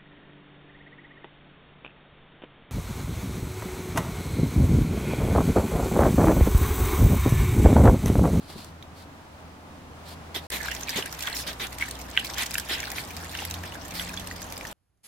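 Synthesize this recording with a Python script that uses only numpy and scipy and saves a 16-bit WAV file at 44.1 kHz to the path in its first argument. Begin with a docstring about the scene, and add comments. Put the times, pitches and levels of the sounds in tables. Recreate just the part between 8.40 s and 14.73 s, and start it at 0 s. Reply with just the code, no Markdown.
"""Outdoors, water from a jug is poured over vegetables on a plastic plate, close by.
Far traffic murmurs and two engines drone; a sleeve brushes past and the plate gets bumped.
Single drops slap on wet skins or plop as they trap ringing air bubbles, and a rubbing hand
squeezes out short gushes. The sound cuts out for an instant, then the stream patters and bubbles."""
import sys
import numpy as np
from scipy import signal
from scipy.fft import rfft, irfft, next_fast_len
from scipy.io import wavfile
from scipy.ndimage import uniform_filter1d, map_coordinates

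SR = 44100
rng = np.random.default_rng(int(sys.argv[2]) if len(sys.argv) > 2 else 0)


def generate_wav(signal):
    """Clip the signal to [-1, 1] and save it as 16-bit WAV at the path in sys.argv[1]."""
    frames = np.transpose(np.atleast_2d(signal))
    scaled = np.clip(frames, -1, 1) * 32767
    pcm = np.round(scaled).astype(np.int16)
    wavfile.write(sys.argv[1], SR, pcm)


N = 279153
CUT_S, POUR_S, PAST_END_S = 2.069, 2.101, 7  # the sound cuts out; pouring starts; a time after the end


def amp(db):
    """Turn decibels (dB) into a number to multiply by."""
    return 10 ** (np.asarray(db) / 20)


def unit(x):
    """Scale a sound to an average strength (rms) of 1."""
    return x / np.sqrt(np.mean(x ** 2) + 1e-20)


def early_unit(x):
    """Scale a short sound so its first 6 ms have a strength of 1."""
    return x / np.sqrt(np.mean(x[:, :256] ** 2))


def along(points, hz):
    """Read a table between its frequencies, spaced as the ear hears them."""
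    freqs, values = np.transpose(points)
    return np.interp(np.log(hz + 1), np.log(freqs + 1), values)


def curve(rows):
    """Join (seconds, value) rows with straight lines, one value per sample."""
    return np.interp(np.arange(N) / SR, *np.transpose(rows))


def window(start, end, rise, fall):
    """Fade in around start and out around end, all in seconds."""
    t = np.arange(N) / SR
    return np.clip((t - start) / rise + .5, 0, 1) * np.clip((end - t) / fall + .5, 0, 1)


def wobble(rate):
    """A smooth curve through `rate` random values a second."""
    return map_coordinates(rng.standard_normal(int(N * rate / SR) + 4), [np.arange(N) * rate / SR])


def filtered(x, response):
    """Multiply each frequency in x by response(hz)."""
    size = next_fast_len(N + 8192)
    return irfft(rfft(x, size) * response(np.fft.rfftfreq(size, 1 / SR)), size)[..., :N]


def hiss(tone, alike):
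    """Stereo noise: one table sets its tone, the other how alike the two ears are."""
    def response(hz):
        angle = np.arccos(np.clip(along(alike, hz), -1, 1)) / 2
        return amp(along(tone, hz)) * [np.cos(angle), np.sin(angle)]
    mid, side = filtered(rng.standard_normal((2, N)), response)
    return unit(np.array([mid + side, mid - side]))


def add(track, s, sound):
    """Mix a stereo sound into the track at s seconds."""
    part = track[:, max(round(s * SR), 0):][:, :sound.shape[1]]
    part += sound[:, :part.shape[1]]


def ring(t, hz, cycles, rise=0):
    """A tone that dies away over a few cycles; `rise` lifts its pitch, like a bubble surfacing."""
    age = np.maximum(t, 0) * hz / cycles
    phase = 2 * np.pi * cycles * (age + rise * (age - 1 + np.exp(-age)))
    return np.sin(phase) * np.exp(-age) * (1 - np.exp(-age * cycles * 2))


# The tone of far traffic. Each row: frequency in Hz, relative level in dB.
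TRAFFIC_TONE = [(24, -15), (40, -15.5), (75, -3), (109, -7.5), (283, -9.5), (329, -15), (382, -18.5),
                (585, -19.5), (646, -18), (1070, -20.5), (1300, -23.5), (2150, -30), (2440, -30.5),
                (16000, -49.5)]
# How alike the ears hear traffic and thuds. Each row: frequency in Hz, likeness from 0 to 1.
AIR_LIKENESS = [(60, .99), (130, .96), (280, .76), (600, .6), (1200, .25), (4000, 0)]
# The traffic's murmur. Each row: time in seconds, relative level in dB.
MURMUR_LEVELS = [(0, -52.5), (1.4, -51), (2.4, -46), (3.5, -47.5), (4.5, -46), (6.33, -46)]

def traffic():
    """Far traffic grows: a wide murmur, and a low rumble that follows it weakly."""
    murmur_db = curve(MURMUR_LEVELS)
    rumble_db = -49.5 + .18 * (murmur_db - murmur_db.mean())
    air = hiss(TRAFFIC_TONE, AIR_LIKENESS)
    low = filtered(air, lambda hz: 1 / (1 + (hz / 380) ** 4))
    rumble = amp(rumble_db + 1.3 * wobble(14)) * unit(low)
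    murmur = amp(murmur_db + 2.5 + .52 * wobble(12)) * unit(air - low)
    return rumble + murmur


def firing(hz):
    """An engine's firing tone and a weaker one an octave up. Returns the hum and its phase."""
    phase = 2 * np.pi * np.cumsum(hz * (1 + .01 * wobble(14))) / SR
    return np.sin(phase) + amp(-9.5) * np.sin(2 * phase), phase


# The higher engine, one list for each time it is heard. Each row: time in seconds, relative level in dB.
HIGH_ENGINE_LEVELS = [
    [(0, -63), (.28, -45.5), (.5, -52), (1.1, -52), (1.7, -46), (2.07, -46.5)],
    [(4.55, -54), (4.75, -39.5), (4.95, -45), (5.2, -37.5), (5.45, -50.5), (5.95, -43.5), (6.33, -56)],
]
# Its speed. Each row: time in seconds, firings per second.
HIGH_ENGINE_RATES = [(0, 82.5), (1.7, 81), (4.6, 82.5), (5.5, 88.55), (6.33, 88.1)]
# The lower, steady engine. Each row: time in seconds, relative level in dB.
LOW_ENGINE_LEVELS = [(2.1, -42), (2.3, -39), (2.6, -55), (3.0, -44.5), (3.55, -40.5), (3.8, -44.5),
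                     (4.35, -43), (4.75, -53), (5.7, -47), (6.33, -57)]

def engines():
    """Only the deepest tones of two engines carry this far, wavering in the air."""
    low_hum, _ = firing(hz=62.1)
    out = amp(curve(LOW_ENGINE_LEVELS) - 4) * low_hum * window(POUR_S, PAST_END_S, .02, .1)
    high_hum, phase = firing(curve(HIGH_ENGINE_RATES))
    for rows in HIGH_ENGINE_LEVELS:
        out += amp(curve(rows) - 2.5) * high_hum * window(rows[0][0], rows[-1][0], .05, .044)
    # Near the end the higher engine works harder and fires unevenly.
    harder = amp(-50.5) * window(5.52, 5.92, .082, .2) * np.sin(2 * phase)
    uneven = amp(-54) * window(5.3, PAST_END_S, .392, .1) * np.sin(phase / 2)
    return np.sqrt(2) * (out + harder + uneven) * amp(.95 * wobble(9.9))


def from_left(x, lag_s=.00016):
    """A far sound on the left reaches the right ear a little later."""
    return filtered(x, lambda hz: np.exp(1j * np.pi * hz * lag_s * np.array([[1], [-1]])))


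# How alike the ears hear brushing and water. Each row: frequency in Hz, likeness from 0 to 1.
CLOSE_LIKENESS = [(200, 0.77), (700, 0.86), (1200, 0.16), (2300, 1), (5000, 0.28), (9000, 0.082)]
# The tone of brushing. Each row: frequency in Hz, relative level in dB.
BRUSH_TONE = [(300, -9), (1000, -3), (2500, -7.5), (4400, 0), (6000, -10.5), (9000, -10), (12500, -13),
              (16000, -19)]
# Strokes of sleeve and hand. Each row: start in seconds, length in seconds, level in dB.
BRUSH_STROKES = [(0, 0.3, -52), (0.089, 0.049, -53.5), (0.167, 0.063, -52), (0.557, 0.085, -52),
                 (1.664, 0.078, -45), (2.003, 0.17, -53.5)]

def brushes():
    """Cloth and skin brush past with a soft, rough hiss."""
    strokes = sum(amp(db) * window(s, s + length, length / 2, length / 3)
                  for s, length, db in BRUSH_STROKES)
    return strokes * unit(hiss(BRUSH_TONE, CLOSE_LIKENESS) * amp(1.2 * wobble(150)))


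def plate_echoes(sound, echo, reach_s, count=6):
    """Plate, hand and vegetables send back a few very quick echoes, different at each ear."""
    out = sound.copy()
    for ear in range(2):
        for late, strength in zip(rng.random(count), rng.standard_normal(count)):
            delay = int((late + .12) * reach_s * SR) + 1
            out[ear, delay:] += echo * strength * (1 - late / 2) * sound[ear, :-delay]
    return out


# Bumps on the plate. Each row: start in seconds, pitch in Hz, relative level in dB.
PLATE_BUMPS = [(.1, 340, -34), (.103, 850, -40), (.158, 206, -30), (1.965, 375, -28), (2.56, 190, -33),
               (2.571, 260, -32), (2.587, 396, -21), (4.31, 353, -28)]

def bumps():
    """Held in the hand, the plate rings for only about one cycle, so each bump is dull."""
    out, t = np.zeros((2, N)), np.arange(2048) / SR
    for s, hz, db in PLATE_BUMPS:
        knock = ring(t, hz, cycles=.92) + amp(-8) * ring(t, hz * 1.82, cycles=1.8)
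        add(out, s, amp(db + 8) * plate_echoes(np.tile(knock, (2, 1)), echo=.18, reach_s=.008))
    return out


# The tone of splashes and spray. Each row: frequency in Hz, relative level in dB.
SPRAY_TONE = [(1500, -39), (3500, 2.5), (5500, 3), (7500, 0.5), (10500, -2), (13500, 2.5), (16000, -8)]

def splash(t, hz, scatter_s=.0017, count=5):
    """A wet slap throws off a few tiny beads of water, each ringing somewhere near hz."""
    life_s = .0045 * (6000 / hz) ** 1.5  # fine, bright splashes are the shortest
    burst = rng.standard_normal((2, len(t))) * (np.exp(-t / life_s) + .5 * np.exp(-t / .000083))
    tone = amp(along(SPRAY_TONE, np.fft.rfftfreq(len(t), 1 / SR)))
    slap = irfft(rfft(burst) * tone) * (t < .018)
    beads = np.zeros_like(slap)
    for late, detune, size, lag in zip(rng.exponential(scatter_s, count),
                                       *rng.standard_normal((3, count))):
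        heard = t - late - np.array([[max(lag, 0)], [max(-lag, 0)]]) * 1e-4
        bead_hz = min(hz * np.exp(.2 * detune), 14000)
        beads += amp(4 * size) * ring(heard, bead_hz, cycles=5, rise=.05)
    return early_unit(early_unit(slap) + amp(-1) * beads / np.sqrt(np.sum(beads ** 2) / 512))


def plop(t, hz, cycles):
    """A crack, a bubble and its weaker twin, softened by the hollow of hand, vegetables and plate."""
    twin_hz = hz * (rng.uniform(.55, .75) if hz > 2500 else rng.uniform(1.2, 1.6))
    heard = t - np.array([[rng.uniform(0, 7e-5)], [0]])  # the right ear is nearer
    impure = min(4.1 / cycles, 1)  # long-ringing bubbles are the purest
    bubble = ring(heard, hz * .953, cycles, rise=.082 * impure)
    twin = impure * amp(-8) * ring(heard, twin_hz, cycles=2.8, rise=.069)
    band_hz = [min(1300, hz * .75), max(3700, hz * 1.15)]
    hollow = signal.butter(3, band_hz, "band", fs=SR, output="sos")
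    soften = lambda x: early_unit(signal.sosfilt(hollow, signal.sosfilt(hollow, x)))
    crack = .4 * impure * soften(rng.standard_normal((2, len(t))) * np.exp(-t / .002))
    body = soften(plate_echoes(bubble + twin, echo=.2, reach_s=.004))
    return early_unit(body + crack)


def add_drop(track, s, bubble_hz, bubble_db, cycles, splash_hz, splash_db, ears=1):
    """A drop touches lightly, then traps a bubble and splashes."""
    t = np.arange(1024) / SR
    add(track, s - .0004, ears * amp(bubble_db) * plop(t, bubble_hz, cycles))
    add(track, s, ears * amp(splash_db) * splash(t, splash_hz))
    touch_s = s - .0018 * rng.uniform(.5, 2)
    add(track, touch_s, ears * amp(splash_db - 13) * splash(t, hz=5000))


# Drops on wet skins and the plate. Each row: start in seconds, splash pitch in Hz, relative level in dB.
SLAP_DROPS = [(0.246, 8750, -44), (2.1026, 8950, -33.5), (2.314, 5600, -34), (2.493, 5200, -26.5),
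              (2.7263, 7150, -34), (2.8066, 5800, -33), (2.8243, 4700, -30), (2.9671, 5100, -30),
              (3.3278, 7300, -40.5), (3.5106, 7150, -32), (3.5906, 12950, -43), (3.8466, 4760, -31),
              (3.9418, 5440, -36), (3.9825, 6500, -31.5), (4.0222, 7200, -31), (4.0326, 7100, -29.5),
              (4.0626, 6700, -31), (4.109, 8540, -33), (4.1419, 5000, -28), (4.182, 12000, -24.5),
              (4.1986, 7500, -30.5), (4.5172, 12900, -32), (5.0511, 9100, -30), (5.11, 5830, -31),
              (5.4505, 6800, -42), (5.8728, 10500, -34.5), (6.124, 12940, -34.5)]

def slaps(drops):
    """On a wet skin the splash is the loud part; the bubble is small and its pitch is random."""
    out = np.zeros((2, N))
    for s, hz, db in drops:
        bubble_hz = 2520 * np.exp(.302 * np.clip(rng.standard_normal(), -2, 2))
        add_drop(out, s, bubble_hz, db - 8, cycles=3.6, splash_hz=hz, splash_db=db)
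    return out


# Drops into pooled water. Each row: start in seconds, rough bubble pitch in Hz, level in dB,
# ring length in cycles, how much louder the left ear is in dB.
POOL_DROPS = [(0.426, 3740, -43.5, 3, -4), (1.9615, 3670, -32, 6, -5), (2.2838, 1600, -28, 4, 0),
              (2.4843, 2350, -30, 2.7, -3), (2.6252, 2940, -29.5, 5, -5), (2.872, 3300, -29, 4, -3),
              (2.9283, 4350, -33, 8, -3), (3.4108, 2240, -29, 6.9, -1), (3.4239, 2240, -21, 6, -1.5),
              (3.4825, 1880, -37, 6, -1), (3.7665, 2350, -31, 4.7, 1), (3.775, 3000, -14, 3, -4),
              (3.7962, 3000, -29, 5.6, -2), (4.1542, 2660, -25, 2.4, -3), (4.182, 1720, -31, 3, -2.5),
              (4.43, 2280, -31.5, 3.6, -1), (4.4382, 1710, -34, 3.5, -1), (4.583, 2400, -29, 2.4, -1),
              (4.7048, 2480, -40.5, 7, 1), (4.9506, 2860, -32, 4.6, -1), (4.989, 2850, -31, 6.7, -1),
              (5.0205, 835, -35, 3, 2), (5.1415, 3880, -35.5, 8, -2), (5.2373, 1820, -37, 3.2, 1),
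              (5.322, 2940, -39.5, 6, -1), (5.3535, 1610, -39, 3.6, -1), (5.597, 3330, -27, 2.7, 1),
              (5.6926, 2550, -38, 10, -1), (5.773, 3530, -32, 14, -4), (5.9118, 1890, -33.5, 4, -1),
              (6.21, 2330, -36.5, 3.6, -1), (6.2515, 1820, -34.5, 2.7, 2)]

def plops():
    """In the pool the bubble is the loud part; the heaviest drops also make the plate ring."""
    out = np.zeros((2, N))
    plate = ring(np.arange(1024) / SR, hz=1602, cycles=6)
    heaviest_db = max(row[2] for row in POOL_DROPS)
    for s, hz, db, cycles, left_db in POOL_DROPS:
        ears = amp(np.array([[left_db], [-left_db]]) / 2)
        add_drop(out, s, hz, db, cycles, splash_hz=5020, splash_db=min(db - 9, -42), ears=ears)
        plate_db = -14.5 + 1.44 * (db - heaviest_db)
        add(out, s, ears * amp(plate_db) * plate)
    return out


def garden_echo(x, fade_s=.14):
    """Ground, bodies and hedge scatter the sound into a short tail."""
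    t = np.arange(8192) / SR
    tail = rng.standard_normal((2, len(t))) * amp(-60 * t / fade_s) * (t > .004)
    return signal.fftconvolve(x, tail / np.linalg.norm(tail[0]), axes=1)[:, :N]


def fizz(per_s, hz, spread, cycles, size_db):
    """Many tiny bubbles, mostly quiet with a few loud, each from its own direction."""
    count = int(per_s * N / SR)
    start = rng.integers(0, N, (count, 1))
    pitch = np.clip(hz * np.exp(spread * rng.standard_normal((count, 1))), 500, 15000)
    gain = amp(size_db * np.minimum(rng.exponential(size=(count, 1)), 3.5))
    lag_s, pan_db = rng.normal(0, 9e-5, (count, 1)), rng.normal(0, 2.7, (count, 1))
    samples, ears = np.arange(400), []
    for side in (1, -1):
        heard = samples / SR - abs(lag_s) + side * lag_s
        bubbles = gain * amp(side * pan_db) * ring(heard, pitch, cycles, rise=.15)
        ears.append(np.bincount((start + samples).ravel(), bubbles.ravel(), N)[:N])  # add them all up
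    return np.array(ears)


def toned(x, tone):
    """Shape a sound with a tone table, at a strength of 1."""
    return unit(filtered(x, lambda hz: amp(along(tone, hz))))


def shower(tone, bubbles, hiss_db, shift_db=4):
    """Bubbles over fine hiss; the tone shifts as wet gaps between fingers and food open and close."""
    water = toned(bubbles, tone) + amp(hiss_db) * hiss(tone, CLOSE_LIKENESS)
    bands = signal.stft(water, nperseg=256)[2]
    patches = uniform_filter1d(rng.standard_normal(bands.shape[1:]), 5, 0)  # smooth across pitch
    patches = uniform_filter1d(patches, 12, 1)  # and across time
    return unit(signal.istft(bands * amp(shift_db * unit(patches)), nperseg=256)[1][:, :N])


# The tones of a squelch and of the plate's thud. Each row: frequency in Hz, relative level in dB.
SQUELCH_TONE = [(500, -12.5), (900, -9), (1300, -10), (1900, -1), (2700, -5), (3300, 2.5), (3900, 2),
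                (4400, -5), (6000, -21), (10000, -66)]
THUD_TONE = [(70, -22), (170, -0.5), (270, -4), (390, -2), (600, -7), (1200, -9), (3000, -50)]
# Squeezes of the hand. Each row: start and length in seconds, relative levels of squelch, spray
# and thud in dB, tilt of the squelch towards its high notes in dB.
SQUEEZES = [(1.944, 0.041, -34, -39.5, -46, 1), (2.117, 0.064, -36, -36, -41.5, -3),
            (2.557, 0.046, -31.5, -35.5, -35.5, -2), (2.946, 0.08, -54, -36, -69, 5),
            (3.065, 0.046, -34.5, -39, -42.5, -2), (3.197, 0.064, -33, -39.5, -43, -2.5),
            (3.397, 0.045, -40.5, -46, -64, -8), (3.979, 0.056, -31.5, -34.5, -49, -2),
            (4.292, 0.066, -30, -36.5, -49, -0.5), (4.556, 0.058, -40, -39.5, -60, -3),
            (4.939, 0.12, -44, -51, -52, 1), (5.538, 0.1, -43, -39.5, -50, -4)]

def gushes():
    """The wet hand squeezes out a thick burst of fizz and nudges the plate."""
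    bubbles = toned(fizz(per_s=4000, hz=2700, spread=.5, cycles=4, size_db=2), SQUELCH_TONE)
    gurgle = unit(bubbles + hiss(SQUELCH_TONE, CLOSE_LIKENESS))
    lower = filtered(gurgle, lambda hz: 1 / (1 + (hz / 2700) ** 8))
    spray = shower(SPRAY_TONE, fizz(per_s=3400, hz=7760, spread=.54, cycles=1.1, size_db=-1), hiss_db=1.5)
    thud = hiss(THUD_TONE, AIR_LIKENESS)
    out = np.zeros((2, N))
    for s, length, squelch_db, spray_db, thud_db, tilt_db in SQUEEZES:
        # A sudden start, then a swell.
        squeeze = window(s, s + length, .0039, .04) * window(s, PAST_END_S, .01, .1)
        squelch = amp(-tilt_db) * lower + amp(tilt_db) * (gurgle - lower)
        gush = amp(squelch_db + 1) * squelch + amp(spray_db + 1.5) * spray + amp(thud_db) * thud
        out += squeeze * gush
    return out


# How strongly the stream lands. Each row: time in seconds, relative level in dB.
FLOW_LEVELS = [(2.11, -46), (2.3, -35.5), (2.45, -47), (2.55, -33), (2.71, -51), (2.86, -39), (3.03, -45),
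               (3.15, -53.5), (3.48, -45.5), (3.67, -54), (3.82, -40.5), (4.22, -45), (4.39, -40.5),
               (4.7, -50.5), (5.01, -44), (5.41, -52), (5.68, -44.5), (6.0, -51.5), (6.33, -52)]

def flow_levels(strong_db=-40.5):
    """The flow sets the levels of gurgle and spray in dB; the spray swings about half as much."""
    flow_db = curve(FLOW_LEVELS)
    return flow_db + 1.1, strong_db - 2.5 + .54 * (flow_db - strong_db)


# The tone of the stream's gurgle. Each row: frequency in Hz, relative level in dB.
GURGLE_TONE = [(500, -25), (800, 0), (1300, -7), (1650, 3), (2400, 1), (3400, 1), (4400, -3.5), (6000, -26),
               (10000, -53)]

def stream():
    """The stream breaks into clumps of droplets: bubbles gurgle, spray crackles, tiny beads tinkle."""
    gurgle_db, spray_db = flow_levels()
    clumps, sputter = wobble(90), wobble(22)
    gurgle = shower(GURGLE_TONE, fizz(per_s=900, hz=2300, spread=.45, cycles=4, size_db=3), hiss_db=-2)
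    spray = shower(SPRAY_TONE, fizz(per_s=1000, hz=8500, spread=.5, cycles=1.2, size_db=5), hiss_db=-3)
    beads = unit(fizz(per_s=200, hz=7200, spread=.35, cycles=7, size_db=4.5))
    gurgle = unit(gurgle * amp(sputter / 2 + 1.5 * clumps + 1.3 * wobble(45)))
    spray = unit((spray + .4 * beads) * amp(sputter + 2.8 * clumps + 2.3 * wobble(300)))
    return (amp(gurgle_db) * gurgle + amp(spray_db) * spray) * window(POUR_S, PAST_END_S, .0023, .1)


def stray_drops(per_s=11, hz=7050):
    """Droplets leave the stream at random, louder when its spray is: more rows for slaps()."""
    pouring_s = N / SR - POUR_S
    count = int(per_s * pouring_s)
    when, pitch, size = rng.uniform(-1, 1, (count, 3)).T
    starts = POUR_S + pouring_s * (np.arange(count) + .5 + when / 2) / count
    _, spray_db = flow_levels()
    db = spray_db[(starts * SR).astype(int)] + 7.5 + 5 * size
    return list(zip(starts, hz * np.exp(pitch / 2), db))


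def scene():
    """The water is close and a little to the right; the traffic lies far off on the left."""
    water = stream() + gushes() + slaps(list(SLAP_DROPS) + stray_drops())
    water = water * amp([[-.7], [.6]]) + plops()
    echo = amp(-12) * garden_echo(water)
    return water + echo + brushes() + bumps() + from_left(traffic() + engines())


def record(dry, top_hz=16200):
    """The sound cuts out just before the pouring, and the very highest treble is removed."""
    gate = 1 - window(CUT_S, POUR_S, .002, .002)
    return filtered(dry * gate, lambda hz: 1 / (1 + (hz / top_hz) ** 160))


dry = scene()
out = record(dry)
generate_wav(out)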